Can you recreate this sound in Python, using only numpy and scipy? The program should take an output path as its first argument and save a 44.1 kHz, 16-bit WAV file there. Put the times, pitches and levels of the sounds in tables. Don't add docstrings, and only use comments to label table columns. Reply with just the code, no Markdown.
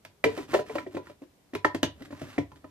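import sys
import numpy as np
from scipy import signal
from scipy.fft import rfft, irfft, next_fast_len
from scipy.io import wavfile
from scipy.ndimage import uniform_filter1d

SR = 44100
rng = np.random.default_rng(int(sys.argv[2]) if len(sys.argv) > 2 else 0)


def dump(signal):
    limited = np.clip(np.atleast_2d(signal).T, -1, 1)
    pcm = np.round(limited * 32767).astype(np.int16)
    wavfile.write(sys.argv[1], SR, pcm)


N = 119070

# frequency in Hz, level in dB, t60 in s before any damping by the hand or grip.
PART_MODES = [
    [(74.5, -14.5, 0.72), (99.7, 0.5, 0.29), (150.5, 3.5, 0.13)],
    [(286.2, 1, 0.11)],
    [(401, -7.5, 0.18), (510, -17, 0.15), (555, 0, 0.06), (604, 1, 0.067), (687.3, -2.5, 0.05)],
    [(877, -3, 0.078), (992, -6.5, 0.2), (1044, 0, 0.051)],
    [(1339, 2.5, 0.032), (1819, 0.5, 0.033)],
    [(2006, 7.5, 0.014), (2310, -1.5, 0.023)],
]
# frequency in Hz, likeness 0-1.
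SIDE_LIKENESS = [(150, .9), (2000, 0.)]


def amp(db):
    return 10 ** (np.asarray(db) / 20)


def evened(x):
    return x / np.sqrt(np.mean(x ** 2) + 1e-20)


def read(points, hz):
    f, value = np.transpose(points)
    return np.interp(np.log(hz + 1), np.log(f + 1), value)


def colour(points):
    half = read(points, np.fft.rfftfreq(4096, 1 / SR)) * np.log(10) / 20
    full = np.r_[half, half[-2:0:-1]]
    phase = -signal.hilbert(full).imag
    taps = np.fft.ifft(np.exp(full + 1j * phase)).real[:2048]
    return taps / np.linalg.norm(taps)


def add(mix, start_s, sound):
    part = mix[round(start_s * SR):][:len(sound)]
    part += sound[:len(part)]


def partly_alike(left, other, likeness):
    return np.array([left, likeness * left + np.sqrt(1 - likeness ** 2) * other])


def air():
    # frequency in Hz, relative level in dB.
    tone_spectrum = [(24, -40.5), (40, -2), (280, -5.5), (1310, -19), (14000, -29), (15500, -41)]
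    rms_db = -63.5
    hz = np.fft.rfftfreq(1024, 1 / SR)
    a, b, c, d = rng.standard_normal((N // 256 + 5, 513, 4)).T
    z = partly_alike(a + 1j * b, c + 1j * d, read(SIDE_LIKENESS, hz)[:, None])
    z = z * amp(read(tone_spectrum, hz)[:, None])
    return amp(rms_db) * evened(signal.istft(z, nperseg=1024, noverlap=768)[1][:, :N])


def kitchen(x):
    # frequency in Hz, t60 in s.
    decay = [(100, 0.18), (3000, 0.22), (12000, 0.09)]
    # frequency in Hz, level in dB.
    wet_level = [(300, -10), (2000, -11), (5000, -5)]
    taps = np.zeros((2, SR // 2))
    at = np.arange(200, SR // 2 - 20, 20)
    at = at + rng.integers(0, 20, (2, len(at)))
    np.put_along_axis(taps, at, rng.choice([-1., 1.], at.shape), 1)
    hz, t, (a, b) = signal.stft(taps, SR, nperseg=256)
    fade = amp(-60 * t / read(decay, hz)[:, None])
    z = partly_alike(a, b, read(SIDE_LIKENESS, hz)[:, None])
    z = z * fade / np.linalg.norm(fade, axis=1, keepdims=True)
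    norm = np.linalg.norm(signal.istft(z[0], SR, nperseg=256)[1])
    tail = signal.istft(z * amp(read(wet_level, hz)[:, None]), SR, nperseg=256)[1] / norm
    return signal.fftconvolve(x[None], tail, axes=1)[:, :N]


def rotating_reflections(near):
    turn_s = .05
    turn = np.pi * np.arange(N) / SR / turn_s
    return sum(kitchen(near * np.cos(turn + k * np.pi / 3)) for k in range(3)) * np.sqrt(2 / 3)


def scrape():
    # start in s, length in s, hiss level in dB,
    # level of the rumble in the bowl in dB.
    rub_rows = [(0.26, 0.21, -50, -44), (0.477, 0.15, -44.5, -41.5), (0.647, 0.16, -51, -48),
                (0.746, 0.12, -60, -52.5), (0.906, 0.08, -55.5, -52), (1.02, 0.12, -61.5, -61.5),
                (1.22, 0.028, -64, -71), (1.938, 0.21, -67, -55), (1.993, 0.036, -65.5, -48),
                (2.047, 0.02, -53.5, -81), (2.106, 0.022, -53.5, -66), (2.118, 0.32, -52.5, -50),
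                (2.427, 0.37, -74, -63), (2.554, 0.027, -60, -74)]
    # frequency in Hz, relative level in dB.
    hiss_spectrum = [(470, -24.5), (800, 0.5), (1860, 0), (13200, -22), (14700, -20.5), (15500, -68)]
    swell_power = 0.59
    slips_per_s, slip_spread_db = 2900, 2.5
    clump_s, clump_db = .006, 4
    grip = .5

    hiss_level, rumble_level = np.zeros((2, N))
    for start_s, length_s, hiss_db, rumble_db in rub_rows:
        phase = np.pi * np.arange(0, length_s, 1 / SR) / length_s
        swell = abs(np.sin(phase)) ** swell_power
        add(hiss_level, start_s, amp(hiss_db) * swell)
        add(rumble_level, start_s, amp(rumble_db) * swell)

    slips = amp(slip_spread_db * np.minimum(rng.exponential(1, (2, N)), 4))
    slips *= rng.random((2, N)) < slips_per_s / SR
    clumps = evened(uniform_filter1d(rng.standard_normal((2, N)), round(clump_s * SR)))
    slips *= rng.choice([-1., 1.], (2, N)) * amp(clump_db * clumps * [[.5], [1]])

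    t = np.arange(6000) / SR
    body = np.zeros(len(t))
    for modes in PART_MODES:
        for hz, db, t60_s in modes:
            stir_db = db - 13.6 * np.log2(hz / 300) ** 2
            body += amp(stir_db - 60 * t / (grip * t60_s)) * np.sin(2 * np.pi * hz * t)
    body /= np.linalg.norm(body)

    hiss = signal.oaconvolve(evened(slips[0]) * hiss_level, colour(hiss_spectrum))[:N]
    rumble = signal.oaconvolve(evened(slips[1]) * rumble_level, body)[:N]
    return hiss + rumble


def knocks():
    # start in s, tick level in dB, pitch of the held lid in Hz before detuning,
    # then ring level in dB of held lid, base, bowl air, dome, rim, latch, tab.
    blow_rows = [(0.0496, -42, 316, -63, -60, -60, -51, -53, -48, -45.5),
                 (0.2403, -22.5, 406, -32, -37, -27.5, -20.5, -27.5, -27.5, -15),
                 (0.2576, -45.5, 444.5, -8.5, -35, -15.5, -17.5, -50, -40, -35),
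                 (0.375, -37.5, 316, -31, -65.5, -46.5, -30, -39, -62, -60),
                 (0.3856, -54, 398, -39.5, -73.5, -34.5, -37, -43.5, -38, -33.5),
                 (0.5324, -35.5, 355, -17, -53, -42, -24, -25.5, -41, -33),
                 (0.539, -31, 351, -32, -63.5, -46, -32.5, -35, -33, -33.5),
                 (0.5443, -29.5, 376.5, -31.5, -65.5, -50, -12.5, -22, -22.5, -28),
                 (0.5902, -42.5, 434, -26.5, -58, -53.5, -24.5, -54.5, -31, -45),
                 (0.6954, -48.5, 433, -27.5, -72.5, -42.5, -34, -39, -61, -34),
                 (0.7535, -35.5, 319, -30, -49.5, -43.5, -29, -33, -39.5, -40.5),
                 (0.7825, -41.5, 317, -36, -60, -41, -32, -41, -28.5, -28.5),
                 (0.8641, -54, 375, -30, -55, -36.5, -35.5, -51, -53, -39),
                 (0.9459, -46, 324, -27, -45, -35.5, -33.5, -49, -45, -64),
                 (0.9677, -45, 368, -34, -84.5, -31.5, -29, -36, -37.5, -35.5),
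                 (1.0691, -52.5, 339, -52, -59, -55.5, -63, -50.5, -48, -52),
                 (1.0965, -53.5, 328, -46, -62, -54, -45, -55, -50, -63),
                 (1.2178, -58.5, 345.6, -47, -77, -35.5, -47, -57, -88, -78),
                 (1.534, -44, 338, -30, -56, -30.5, -40, -46, -50, -49),
                 (1.55, -33, 414, -29.5, -42, -31, -37, -36.5, -38.5, -38),
                 (1.6461, -27.5, 309.7, -21, -41.5, -68, -21.5, -18, -14.5, -23.5),
                 (1.7463, -32, 320.5, -27, -40, -25, -29, -37, -37.5, -42),
                 (1.83, -20.5, 323, -23.5, -32, -21, -23.5, -29.5, -32.5, -61),
                 (2.0209, -46, 323, -46.5, -56, -53, -52, -62, -55, -62),
                 (2.1043, -55, 309, -38.5, -58, -43, -42.5, -51, -54.5, -57),
                 (2.1249, -53, 333, -55, -46.5, -33.5, -44.5, -43.5, -44, -66),
                 (2.2153, -43, 337, -37.5, -41, -33, -42, -67, -50, -68),
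                 (2.38, -37.5, 413, -26.5, -32, -16.5, -24.5, -35.5, -34, -23.5),
                 (2.5166, -56, 360, -55, -51.5, -57.5, -54.5, -48.5, -50.5, -71),
                 (2.642, -59, 303, -44, -55, -41, -44, -49, -46.5, -56)]
    rise_s = [0.0022, 0.0046, 0.0018, 0.001256, 0.0013, 0.00021, 0.0001]
    # frequency in Hz, relative level in dB.
    tick_spectrum = [(600, -33.5), (1500, 3.5), (2800, 3.5), (6830, -10.5), (13000, -24.5), (15500, -39)]
    lid_t60_s, damp_s = 0.16, 0.039
    punch, punch_s = 0.87, 0.017
    min_spread_db, min_detune = 1.5, .006
    square_db, stray_per_db = -20, .25
    contact_ref_s, soften = 0.001, 0.62
    tick_t60_s, rattle_t60_s = .01, 0.084
    rattle_db, snap_db = -6.5, -4.5

    t = np.arange(12000) / SR
    out, bright = np.zeros((2, N))
    luck = rng.standard_normal((len(blow_rows), 2, 7, 5))
    grit = rng.standard_normal((len(blow_rows), len(t)))
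    for (start_s, tick_db, lid_hz, *ring_db), (miss, bend), noise in zip(blow_rows, luck, grit):
        dullness_db = max(ring_db[0], ring_db[3]) - tick_db
        contact_s = contact_ref_s * amp(soften * dullness_db)
        for p, modes in enumerate([[(lid_hz, 0, lid_t60_s)]] + PART_MODES):
            stray = 1
            if p in (3, 5, 6):
                stray += stray_per_db * np.clip(square_db - ring_db[p], 0, 20)
            ring = np.zeros(len(t))
            for k, (hz, db, t60_s) in enumerate(modes):
                mode_db = db + min_spread_db * np.sqrt(stray) * miss[p, k]
                mode_hz = hz * (1 + min_detune * stray * bend[p, k])
                ring += amp(mode_db - 60 * t / t60_s) * np.sin(2 * np.pi * mode_hz * t)
            envelope = 1 - np.exp(-t / (rise_s[p] + contact_s))
            envelope *= 1 + punch * np.exp(-t / punch_s)
            if p in (0, 2, 3):
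                envelope *= np.exp(-(t / damp_s) ** 2)
            add(out, start_s, amp(ring_db[p]) * envelope * ring)

        tick_fade = amp(-60 * t / (tick_t60_s + 10 * contact_s))
        rattle_fade = amp(rattle_db - 60 * t / rattle_t60_s)
        onset = 1 - np.exp(-(t / contact_s) ** 2)
        add(bright, start_s, amp(tick_db) * noise * onset * (tick_fade + rattle_fade))
        snap = np.diff(noise[::-1], prepend=0) * t / contact_s * np.exp(-t / contact_s)
        add(out, start_s, amp(tick_db + snap_db) * contact_ref_s / contact_s * snap)
    return out + signal.oaconvolve(bright, colour(tick_spectrum))[:N]


def ports(x):
    # frequency in Hz, lead of the left in rad.
    left_lead = [(100, .35), (300, .75), (950, 1.), (1300, -.9), (2000, -1.6)]
    # frequency in Hz, left minus right in dB.
    left_tilt = [(60, -2.5), (380, 1.5), (2380, -2.5), (15000, 0)]
    size = next_fast_len(N + 4096)
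    hz = np.fft.rfftfreq(size, 1 / SR)
    half = amp(read(left_tilt, hz) / 2) * np.exp(.5j * read(left_lead, hz))
    return irfft(rfft(x, size) * np.array([half, 1 / half]), size)[:, :N]


def scene():
    near = knocks() + scrape()
    return ports(near) + rotating_reflections(near) + air()


def record(dry):
    bass_cut_hz, edge_hz = 61.5, 14700
    high_pass = signal.butter(2, bass_cut_hz, "high", fs=SR, output="sos")
    thin = signal.sosfilt(high_pass, dry)
    low_pass = signal.firwin(511, edge_hz, window=("kaiser", 9), fs=SR)
    return signal.oaconvolve(thin, low_pass[None], "same")


dry = scene()
out = record(dry)
dump(out)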